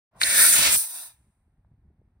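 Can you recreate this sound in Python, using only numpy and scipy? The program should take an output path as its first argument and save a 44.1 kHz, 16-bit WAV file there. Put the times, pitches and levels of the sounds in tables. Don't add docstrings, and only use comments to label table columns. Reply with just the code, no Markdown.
import sys
import numpy as np
from scipy import signal
from scipy.fft import rfft, irfft
from scipy.io import wavfile

SR = 44100
rng = np.random.default_rng(int(sys.argv[2]) if len(sys.argv) > 2 else 0)


def log_audio(samples):
    frames = np.atleast_2d(samples).T
    limited = np.clip(frames, -1, 1)
    pcm = np.round(limited * 32767).astype(np.int16)
    wavfile.write(sys.argv[1], SR, pcm)


N = 97020


def motor():
    flutter_db, flutter_hz = 0.51, 35
    jet = jet_on_plate() + plume() + nozzle_hiss() + climb()
    return jet * from_db(flutter_db * slow_noise(flutter_hz, channels=1))


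def jet_on_plate():
    # (time [s], level [dB])
    level = [(.14, -115), (.165, -70), (.196, -56), (.214, -25), (.25, -23), (.31, -21.5), (.41, -16.5),
             (.48, -19.5), (.54, -19.5), (.58, -30.5), (.68, -43.5), (.8, -100)]
    # (frequency [Hz], level [dB])
    spectrum = [(120, -29), (270, -16), (430, -20.5), (600, -12.5), (1150, -23), (1450, -7.5), (2300, -2.5),
                (3100, -11.5), (3600, -3), (5300, -7.5), (7600, -5), (8700, 3), (10100, -1), (11200, -15),
                (15500, -12.5)]
    # (time [s], level [dB], centre [Hz])
    howl = [(.19, -110, 1993), (.218, -31.5, 1932), (.33, -31, 1759), (.41, -23, 1654), (.45, -26.5, 1630),
            (.475, -38, 1571), (.56, -32.5, 1545), (.65, -110, 1570)]
    return flow(level, spectrum) + resonance(howl, width_hz=480)


def plume():
    # (time [s], level [dB])
    level = [(.4, -120), (.5, -50.5), (.56, -22), (.6, -21), (.67, -17.5), (.71, -24), (.76, -25),
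             (.772, -49.5), (.85, -46.5), (.9, -110)]
    # (frequency [Hz], level [dB])
    spectrum = [(30, -24.5), (130, -13), (480, -13), (700, -9.5), (1100, -8.5), (1450, -4), (2600, 0),
                (4800, -2), (8000, -4), (10000, -9), (15500, -12.5)]
    # (time [s], level [dB], centre [Hz])
    whoosh = [(.42, -120, 7280), (.53, -21, 7180), (.62, -32, 7310), (.69, -33, 7930), (.745, -19, 7760),
              (.8, -68, 7750), (.83, -120, 7750)]
    return flow(level, spectrum) + resonance(whoosh, width_hz=1200)


def nozzle_hiss():
    # (time [s], level [dB])
    level = [(.185, -115), (.215, -40), (.35, -21), (.42, -13), (.52, -16), (.6, -19.5), (.68, -27),
             (.73, -17), (.78, -18), (.82, -24.5), (.88, -33.5), (1, -35), (1.07, -40.5), (1.16, -69.5),
             (1.25, -110)]
    # (frequency [Hz], level [dB])
    spectrum = [(900, -42.5), (2900, -27), (3600, -17), (6400, -9.5), (7500, -12.5), (8200, 0), (9800, 1),
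                (11500, -4.5), (15500, -5.5)]
    return flow(level, spectrum)


def climb():
    # (time [s], level [dB])
    level = [(.66, -120), (.78, -47.5), (.9, -50.5), (.99, -45), (1.05, -50.5), (1.11, -58.5), (1.17, -83),
             (1.3, -110)]
    # (frequency [Hz], level [dB])
    spectrum = [(100, -18.5), (280, -9.5), (500, -24.5), (660, -2.5), (1000, 7.5), (1400, -3), (2400, -2),
                (2900, -6.5), (3700, 3.5), (7500, -8), (12000, -15)]
    # (delay [s], signed gain)
    bounce = [(.00092, -.45)]
    sputter_db, sputter_hz = -1, 37
    roar = flow(level, spectrum) * from_db(sputter_db * slow_noise(sputter_hz, channels=1))
    return reflected(roar, bounce)


def igniter():
    # (time [s], level [dB])
    level = [(.115, -80), (.13, -69), (.163, -54.5), (.2, -56.5), (.3, -100)]
    # (frequency [Hz], level [dB])
    spectrum = [(100, 3.5), (300, -12.5), (700, -4.5), (1050, -1.5), (1600, -15.5), (6500, -37.5)]
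    return flow(level, spectrum)


def ignition_pops():
    # (time [s], level [dB], pitch [Hz], swell [s])
    pops = [(.2154, -7.5, 1700, 0.00031), (.2156, -15, 3890, 0.00046), (.2193, -17.5, 2100, .0005),
            (.2325, -6, 4040, 0.00061), (.2364, -7.5, 3970, .00033)]
    right_lag_s = .00045
    pulses = puffs(pops, grit=0.27, grit_hz=780, crack=.13, crack_hz=8034)
    treble = rfft(pulses) * above(hz=710)
    delay = np.exp(-2j * np.pi * np.fft.rfftfreq(N, 1 / SR) * right_lag_s)
    return irfft(np.array([treble, treble * delay]), N)


def exhaust_blast():
    # (time [s], level [dB])
    level = [(.19, -88), (.23, -49), (.54, -61), (.6, -42), (.66, -44.5), (.72, -57), (.768, -43.5),
             (.85, -110)]
    # (frequency [Hz], level [dB])
    spectrum = [(20, -19), (45, -9), (64, 1), (85, -5.5), (200, -14), (600, -39)]
    return flow(level, spectrum)[0]


def field_echo(x):
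    # (frequency [Hz], level [dB])
    spectrum = [(100, -14), (1000, 7), (5000, -9), (9000, -4.5), (15500, -15.5)]
    echo_db, t60_s = -30.5, .9
    tail = noise(spectrum) * from_db(-60 * np.arange(N) / SR / t60_s)
    tail /= np.sqrt(np.sum(tail ** 2, axis=1, keepdims=True))
    return from_db(echo_db) * signal.fftconvolve(x, tail, axes=1)[:, :N]


def bumps():
    # (time [s], level [dB], pitch [Hz], swell [s])
    knocks = [(1.269, -65, 230, .002), (1.478, -68, 279.7, 0.0018), (1.6478, -56, 720, 0.00041),
              (1.712, -53.5, 119, .0038), (1.9, -62.5, 298, 0.0047), (2.016, -58, 400.6, 0.00095)]
    pulses = puffs(knocks, grit=0.55, grit_hz=91, crack=0.12, crack_hz=449)
    return low_pass(pulses, hz=1400)


def wind():
    # (time [s], level [dB])
    level = [(.9, -93), (.99, -72), (1.13, -70.5), (1.21, -64), (1.29, -67), (1.36, -72.5), (1.45, -70.5),
             (1.58, -68), (1.73, -65), (1.91, -59), (2.12, -66.5), (2.2, -66)]
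    # (frequency [Hz], level [dB])
    spectrum = [(20, -11), (45, 1.5), (70, 5), (140, -3), (250, -13), (450, -26), (900, -41.5),
                (3000, -71.5)]
    buffet_db, buffet_hz = 3, 22
    gusts = flow(level, spectrum) * from_db(buffet_db * slow_noise(buffet_hz, channels=1))
    return gusts[0]


def field_ambience():
    # (frequency [Hz], level [dB])
    spectrum = [(450, -9.5), (750, 0.5), (1200, -7), (1800, -8.5), (3000, -20), (4500, -26.5), (6000, -35)]
    return from_db(-83.5) * noise(spectrum)


def reflected(x, reflections):
    sway_share, sway_hz = .05, 4
    now = np.arange(N)
    stretch = 1 + sway_share * slow_noise(sway_hz, channels=1)[0]
    copies = np.zeros_like(x)
    for delay_s, gain in reflections:
        copies += gain * np.array([np.interp(now - delay_s * stretch * SR, now, side) for side in x])
    return (x + copies) / np.sqrt(1 + sum(gain ** 2 for _, gain in reflections))


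def microphones(pair):
    # (frequency [Hz], left-right likeness [0-1], left over right [dB])
    image = [(750, 0.75, 1), (1620, 0.4, 0), (2400, 0.6, -0.5), (5600, 0.2, -2), (7100, .82, -0.5),
             (10000, 1, 0.05), (15000, 1, 0)]
    mono_below_hz, left_lag_s, lag_above_hz = 520, .000213, 2620
    alike, balance_db = in_frequency(image)
    apart = np.clip((1 - alike) / 2, 0, 1) * above(mono_below_hz)
    mid, side = rfft(pair) * np.sqrt([1 - apart, apart])
    delay = np.exp(-2j * np.pi * np.fft.rfftfreq(N, 1 / SR) * left_lag_s * above(lag_above_hz))
    lean = from_db(balance_db * above(mono_below_hz) / 2)
    return irfft(np.array([(mid + side) * delay * lean, (mid - side) / lean]), N)


def flow(level, spectrum):
    db, = in_time(level)
    return from_db(db) * noise(spectrum)


def resonance(curve, width_hz):
    db, hz = in_time(curve)
    wobble = slow_noise(width_hz / 2, channels=2) + 1j * slow_noise(width_hz / 2, channels=2)
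    return from_db(db) * np.real(wobble * np.exp(2j * np.pi * np.cumsum(hz) / SR))


def puffs(rows, grit, grit_hz, crack, crack_hz):
    out = np.zeros(N)
    for start_s, db, hz, swell_s in rows:
        age = np.maximum(np.arange(N) / SR - start_s, 0)
        envelope = age / swell_s * np.exp(1 - age / swell_s)
        rough_sin, rough_cos = grit * slow_noise(grit_hz, channels=2)
        snap, = crack * slow_noise(crack_hz, channels=1)
        phase = 2 * np.pi * hz * age
        ring = (1 + rough_sin) * np.sin(phase) + rough_cos * np.cos(phase)
        out += from_db(db) * envelope * (ring + snap)
    return out


def noise(spectrum):
    db, = in_frequency(spectrum)
    white = rfft(rng.standard_normal((2, N)))
    return rms_one(irfft(white * from_db(db) * above(hz=24), N))


def slow_noise(hz, channels):
    return rms_one(low_pass(rng.standard_normal((channels, N)), hz))


def low_pass(x, hz):
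    return signal.sosfilt(signal.butter(2, hz, fs=SR, output="sos"), x)


def above(hz):
    ratio = (np.fft.rfftfreq(N, 1 / SR) / hz) ** 8
    return ratio / (1 + ratio)


def in_time(rows):
    times, *columns = np.transpose(rows)
    return [np.interp(np.arange(N) / SR, times, c) for c in columns]


def in_frequency(rows):
    hz, *columns = np.transpose(rows)
    bins = np.maximum(np.fft.rfftfreq(N, 1 / SR), 1)
    return [np.interp(np.log(bins), np.log(hz), c) for c in columns]


def from_db(db):
    return 10 ** (np.asarray(db) / 20)


def rms_one(x):
    return x / np.sqrt(np.mean(np.abs(x) ** 2))


def scene():
    # (delay [s], signed gain)
    reflections = [(.00098, -0.084), (.0026, -0.39)]
    rocket = reflected(igniter() + motor(), reflections)
    hush = field_ambience()
    airborne = microphones(rocket + field_echo(rocket) + hush) + ignition_pops()
    return airborne + wind() + exhaust_blast() + bumps()


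def record(dry):
    start_s, fade_s, cutoff_hz = 0.11, 0.00565, 15800
    fade_in = np.clip((np.arange(N) / SR - start_s) / fade_s, 0, 1)
    return signal.sosfilt(signal.ellip(12, .1, 90, cutoff_hz, fs=SR, output="sos"), dry * fade_in)


dry = scene()
out = record(dry)
log_audio(out)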